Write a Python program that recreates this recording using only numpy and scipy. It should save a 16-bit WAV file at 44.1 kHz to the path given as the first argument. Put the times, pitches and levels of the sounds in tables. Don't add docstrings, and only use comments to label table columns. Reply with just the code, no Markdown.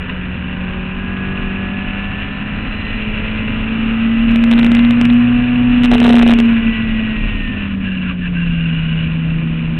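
import sys
import numpy as np
from scipy import signal
from scipy.fft import rfft, irfft, next_fast_len
from scipy.io import wavfile
from scipy.ndimage import uniform_filter1d, map_coordinates

SR = 44100
rng = np.random.default_rng(int(sys.argv[2]) if len(sys.argv) > 2 else 0)


def pcm_store(signal):
    levels = np.round(np.clip(np.atleast_2d(signal), -1, 1) * 32767)
    wavfile.write(sys.argv[1], SR, levels.astype(np.int16).T)


def undo_db(level):
    steps = np.asarray(level, float) / 20
    return 10 ** steps


N = 431738


# (t/s, level/dB)
FIRING_LEVEL = [(0, -24.5), (.9, -26.5), (1.5, -24.5), (2.7, -29), (3.3, -25.5), (4.3, -11.5), (4.6, -9),
                (5.1, -9), (5.5, -13), (6.15, -6.5), (6.45, -8.5), (6.8, -18), (7.1, -20.5), (7.4, -30),
                (7.7, -21), (8.1, -20.5), (8.6, -16), (9.79, -18.5)]
# (t/s, half length/s, level/dB)
STUMBLES = [
    (5.88, 0.022, -0.5),
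    (5.98, .015, -3),
    (6.377, .02, -3.5),
    (6.62, 0.022, -6.5),
    (6.678, .025, 3),
    (6.745, .025, -9.5),
]
SIDE_TONE = -62, [(234, 5, 19)], -60, [(238.2, 11, 31)]


def firing_tone(turns, shake):
    firing = hum(turns + .012 * walk(25), 1.2, 10) * (1 + 0.11 * shake)
    side = hum(1.83 * turns, 3.6, 9)
    firing_db = curves(FIRING_LEVEL)[0] + bump(np.arange(N) / SR, STUMBLES)
    return undo_db(firing_db) * firing + undo_db(response(SIDE_TONE)) * side


HALF_TONE = -39.5, [(243.5, 13, 17), (191.6, 7, 3.5), (223.4, 9, 8.5)], -37.5, [(228, 10, 5)]
DOUBLE_TONE = -49, [(194.2, 11, 8), (224, 6.7, 7), (243, 6, 7.7), (163, 8.6, 11)], -52.5, [(232, 20, 9.4)]
TRIPLE_TONE = -54.5, [(192, 5, 14.8), (214, 4, 14), (243.6, 6, 13)], -55, []


def crank_tones(turns):
    half = undo_db(response(HALF_TONE)) * hum(turns / 2, 0.79, 8.8)
    double = undo_db(response(DOUBLE_TONE)) * hum(2 * turns, 3.5, 6)
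    triple = undo_db(response(TRIPLE_TONE)) * hum(3 * turns, 3.3, 6)
    return half + double + triple


CLATTER_LEVEL = -48, [(194.6, 12, 7), (231.4, 29.2, 11), (163, 10, -4.5)], -57.5, [(239, 32, 15)]
# (f/Hz, level/dB)
BODY_COLOUR = [(90, -7.5), (125, 1.5), (260, -2), (450, -6.5), (620, -8.5), (820, -9.5), (1030, -8),
               (1400, -7), (2100, -12.5), (2600, -7), (3000, -13.5), (3200, -24), (4000, -31.5)]


def valve_clatter(turns, size=256, count=16):
    patterns = rng.standard_normal((count, size))
    place = [np.linspace(0, count - 1, N), turns / 4 % 1 * size]
    pattern = map_coordinates(patterns, place, order=1, mode="grid-wrap")
    return undo_db(response(CLATTER_LEVEL) + 8) * level(colour(pattern, BODY_COLOUR))


MOUNT_LEVEL = -32.5, [(185, 5, -4), (163, 10, 6), (197, 5, -3)], -30.5, []
BEATS = [1.245, 1.415]


def mount_ring(turns):
    beats = sum(hum(order * turns, 2.5, 4) for order in BEATS)
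    shocks = rng.standard_normal(N) + undo_db(-25.5) * beats
    return undo_db(response(MOUNT_LEVEL)) * ring(shocks, [(237.4, 23, 1.5), (267, 67, -9.5)])


SHAFT_LEVEL = -32, [(234, 11, -15.5)], -33, [(237, 11, -6), (163, 6, -5.5)]
# (multiple of firing rate, level/dB)
SHAFT_TONES = [(.415, 0), (.83, -7)]


def prop_shaft(turns):
    return undo_db(response(SHAFT_LEVEL)) * sum(undo_db(db) * hum(order * turns, 2, 4) for order, db in SHAFT_TONES)


GEAR_LEVEL = -44, [(243, 10, -4.5), (160, 11, -20.5), (191, 4, 3)], -61.5, [(222, 35, 20)]
TIMING_LEVEL = -67.5, [(211.7, 11, 23)], -70, []
# (multiple of firing rate, level/dB)
GEAR_TONES = [(8.75, 0), (9.5, -6)]


def gear_whine(turns):
    gears = 0
    for order, db in GEAR_TONES:
        gears = gears + undo_db(db) * hum(order * (turns + 0.0044 * walk(30)), 4, 5)
    timing = undo_db(response(TIMING_LEVEL)) * hum(19 * turns, 2, 15)
    return undo_db(response(GEAR_LEVEL) + 2.0) * gears + timing


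HIGH_RATTLE = -29, [(172.2, 25, -6.5), (207.7, 4.6, -2.5), (212, 3, 2)], -28.5, [(180, 27, -3.5)]
LOW_RATTLE = -35, [(163, 10, -5.5), (240, 13, 2), (184, 5, -1)], -34.5, [(165, 32, -4), (230, 8.7, 1.5),
              (210, 8, -2.5)]
# (f/Hz, width/Hz, level/dB)
HIGH_RING = [(2380, 240, -5), (2550, 170, -3.5), (2730, 150, 0), (2930, 130, -3.5), (3270, 240, -16),
             (3600, 300, -20), (3990, 260, -18)]
LOW_RING = [(1037, 120, -3), (1236, 180, -5.5), (1474, 220, -1.5), (1673, 220, -0.5), (1930, 240, -2)]
# (t/s, level over the rattle/dB, decay/s)
KNOCKS = [
    (.095, 12.5, 0.0082),
]
# (t/s, half length/s, level/dB)
JUDDERS = [
    (7.776, .035, -9.5),
    (8, .02, -3.5),
    (8.091, 0.032, 3.5),
    (8.165, .035, -7),
    (8.309, .022, -6.5),
]


def rattle(turns):
    times = np.arange(N) / SR
    chance = rng.random((3, N))
    bunch = .4 + np.exp(-(turns % 1) / .3)
    happens = chance[0] < 3000 / SR * bunch
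    strength = (1 - chance[2]) ** -.14
    taps = happens * np.sign(chance[1] - .5) * strength
    for s, db, decay_s in KNOCKS:
        since = times - s
        taps = taps * (1 + undo_db(db) * (since > 0) * np.exp(-np.abs(since) / decay_s))
    taps = taps * undo_db(0.94 * walk(60) + bump(times, JUDDERS))
    high = undo_db(response(HIGH_RATTLE)) * ring(taps, HIGH_RING)
    low = undo_db(response(LOW_RATTLE) + 0.56 * walk(12)) * ring(taps, LOW_RING)
    return high + low


# (t/s, length/s, f/Hz, pitch sag/Hz per s, level/dB)
SQUEALS = [
    (7.845, .13, 1660, 250, -35),
    (8.025, .105, 1720, 6002, -35.5),
    (8.21, .065, 1680, 100, -29.5),
    (8.345, 0.097, 1600, 52, -33.5),
    (8.46, 0.61, 1600, 140, -39),
    (8.345, .7, 2720, -250, -31.5),
    (7.845, .28, 2750, 50, -35),
    (8.21, 0.075, 2750, 46, -34.5),
]


def squeal(width_hz=260, edge_s=.015):
    out = 0
    rough_sine, rough_cosine = walk(width_hz), walk(width_hz)
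    for s, length_s, hz, sag, db in SQUEALS:
        since = np.arange(N) / SR - s
        angle = 2 * np.pi * (hz - sag * since / 2) * since
        grip = np.clip(np.minimum(since, length_s - since) / edge_s + .5, 0, 1) ** 2
        out = out + undo_db(db) * grip * (rough_sine * np.sin(angle) + rough_cosine * np.cos(angle))
    return out


# (t/s, level on the chassis thud/dB)
BUMPS = [
    (1.8, 4),
    (2.25, 4),
    (3.02, 5),
    (4.2, 3.3),
    (5.55, 1.4),
    (6, 2),
    (6.8, 2),
    (7.3, 7),
    (8.55, 4.8),
]


def chassis_thud(rate, shake, bump_s=0.17):
    bumps_db = bump(np.arange(N) / SR, [(s, bump_s, db) for s, db in BUMPS])
    return undo_db(-29 + 0.0737 * (rate - 200) + bumps_db) * shake


RUSH_LEVEL = -40, [(188, 22, -4), (163, 10, -3)], -40, [(177, 27, -5.5)]
# (f/Hz, level/dB)
BUFFET_COLOUR = [(15, -6), (60, -3.5), (130, -5), (200, -6.5), (270, -5), (320, -17), (450, -26)]
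RUSH_COLOUR = [(280, -8.5), (450, 1), (620, -1), (850, -8.5), (1200, -7), (2000, -8), (3000, -8),
               (3300, -15), (4300, -25.5)]


def wind(rate):
    gusts = rng.standard_normal(N) * undo_db(1.5 * walk(8.3))
    buffet = level(colour(gusts, BUFFET_COLOUR), 1.8)
    flutter = rng.standard_normal(N) * undo_db(.8 * walk(12) + 1.2 * walk(70))
    rush = level(colour(flutter, RUSH_COLOUR), 5)
    buffet_db = -29 + 0.0483 * (rate - 200)
    return undo_db(buffet_db) * buffet + undo_db(response(RUSH_LEVEL)) * rush


def level(x, db=0):
    return x * undo_db(db) / np.sqrt(np.mean(x ** 2))


def curves(table):
    s, *columns = np.transpose(table)
    return [np.interp(np.arange(N) / SR, s, c) for c in columns]


def shaped(x, gain):
    size = next_fast_len(N, real=True)
    hz = np.arange(size // 2 + 1) * SR / size + 1
    return irfft(rfft(x, size) * gain(hz), size)[:N]


def colour(x, points):
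    hz, db = np.transpose(points)
    return shaped(x, lambda f: undo_db(np.interp(np.log(f), np.log(hz), db, right=-90)))


def ring(x, modes):
    def gain(f):
        power = 0
        for hz, width, db in modes:
            power = power + undo_db(2 * db) / (1 + ((f - hz ** 2 / f) / width) ** 2) ** 2
        return np.sqrt(power)
    return level(shaped(x, gain))


def walk(rate):
    k = int(SR / rate)
    steps = np.repeat(rng.standard_normal(N // k + 1), k)
    return 1.305 * uniform_filter1d(uniform_filter1d(steps, k), k)[:N]


def hum(turns, wander_db, rate):
    return np.sqrt(2) * np.sin(2 * np.pi * turns) * undo_db(wander_db * walk(rate))


def bump(x, rows):
    return sum(db * np.exp(-((x - centre) / width) ** 2) for centre, width, db in rows)


# (t/s, firing rate f/Hz)
SPEED = [(0, 183.4), (0.5, 183), (1.3, 191.1), (1.6, 193.3), (2.2, 200.5), (3.1, 213.9), (3.7, 222.2),
         (5.5, 244.9), (5.8, 244.3), (6.4, 232.9), (6.7, 225.3), (7, 220.9), (7.3, 214.1), (7.9, 189.1),
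         (8.5, 169.1), (8.8, 161.0), (9.1, 162.3), (9.79, 163.1)]
# (t/s, opening 0-1)
THROTTLE = [
    (0, 1),
    (5.68, 1),
    (5.88, 0),
    (9.03, 0.01),
    (9.09, 0.77),
    (9.79, 0.9),
]


def response(part, step=64):
    rate = curves(SPEED)[0][::step]
    load = np.clip(curves(THROTTLE)[0][::step], 0, 1)
    pull_db, pulling, coast_db, coasting = part
    db = load * (pull_db + bump(rate, pulling)) + (1 - load) * (coast_db + bump(rate, coasting))
    return np.interp(np.arange(N), np.arange(0, N, step), db)


def scene():
    rate, = curves(SPEED)
    turns = np.cumsum(rate) / SR
    shake = ring(rng.standard_normal(N), [(33.1, 11, 0)])
    engine = firing_tone(turns, shake) + crank_tones(turns) + valve_clatter(turns) + mount_ring(turns)
    drive = prop_shaft(turns) + gear_whine(turns)
    return (engine + drive + rattle(turns) + squeal() + chassis_thud(rate, shake) + wind(rate))[None]


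# (t/s, snap level/dB)
CRACKS = [(4.3597, -29), (4.44, -27), (4.5134, -23.5), (4.5175, -26), (4.5286, -35), (4.5371, -27),
          (4.5802, -50), (4.591, -29), (4.595, -25), (4.6316, -36), (4.6465, -23), (4.6657, -35),
          (4.717, -31), (4.7512, -23), (4.7702, -43), (4.7935, -38), (4.8506, -39), (4.9095, -26),
          (5.0125, -23), (5.0543, -25), (5.1025, -48), (5.983, -39), (6.0017, -23), (6.0306, -25),
          (6.1267, -25), (6.1557, -21), (6.2779, -23.5), (6.3382, -22), (6.3876, -36), (6.4021, -22)]
SWINGS = [5.92, 5.924, 5.9539, 6.0162, 6.0493, 6.0826, 6.0994, 6.1035, 6.1412, 6.2338, 6.2633, 6.2932]
# (t/s, number of crests, gap/s)
RUNS = [(5.8358, 4, .0075), (5.9158, 2, .0082), (5.9346, 4, .0045), (6.0411, 2, .0042), (6.0599, 4, .0028),
        (6.0788, 2, .014), (6.0951, 3, .0062), (6.1328, 2, .0123), (6.1665, 2, .0044), (6.1852, 3, .0075),
        (6.2127, 1, 0), (6.2256, 2, .0041), (6.289, 2, .0081), (6.3079, 4, .005)]


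def losses():
    rows = [(s, 1, db > -24, db) for s, db in CRACKS]
    rows += [(s, 7, 0, -27) for s in SWINGS]
    for s, crests, gap_s in RUNS:
        for k, (a, b) in enumerate(rng.random((crests, 2))):
            snap_db = -20 + 3 * np.log(1 - b)
            rows.append((s + k * gap_s, 1 + (a < .2), 0, snap_db))
    return sorted(rows)


CONVERTER_HZ, FULL = 8000, .707


def overflow(slow, reach=9, swell=22, least=0.71, per_db=.007, knee=.8):
    over = np.maximum(np.abs(slow) / FULL - knee, 0)
    rounded = (1 - knee) * np.tanh(over / (1 - knee))
    out = slow - np.sign(slow) * FULL * (over - rounded)
    kept = np.ones(len(out))
    near = np.arange(-reach, reach + 1).astype(int)
    wide = np.arange(-50, 51)
    for s, lost, again, snap_db in losses():
        around = int(s * CONVERTER_HZ) + (near if lost < 2 else 2 * near)
        smooth = np.mean([out[around + k] for k in range(-2, 3)], axis=0)
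        peak = np.argmax(np.abs(smooth) if lost < 2 else -smooth)
        target = (least + per_db * (snap_db + 49) + .025 * (lost - 1)) * FULL
        gain = target / abs(smooth[peak]) - 1
        out[around[peak] + wide] *= 1 + gain * np.exp(-(wide / swell) ** 2)
        first = around[peak] - int(lost) // 2
        kept[first:first + int(lost)] = 0
        kept[first + int(lost) + 2] *= 1 - again
    return np.clip(out, -FULL, FULL) * kept


def low_pass(x):
    return signal.sosfilt(signal.butter(12, 15900, fs=SR, output="sos"), x)


def record(dry):
    slow = overflow(signal.resample_poly(dry[0], 80, 441))
    smoother = signal.firwin(441 * 32 + 1, 1 / 441, window=("kaiser", 9))
    fast = signal.resample_poly(slow, 441, 80, window=smoother)
    return low_pass(np.clip(fast[None, :N], -FULL, FULL))


dry = scene()
out = record(dry)
pcm_store(out)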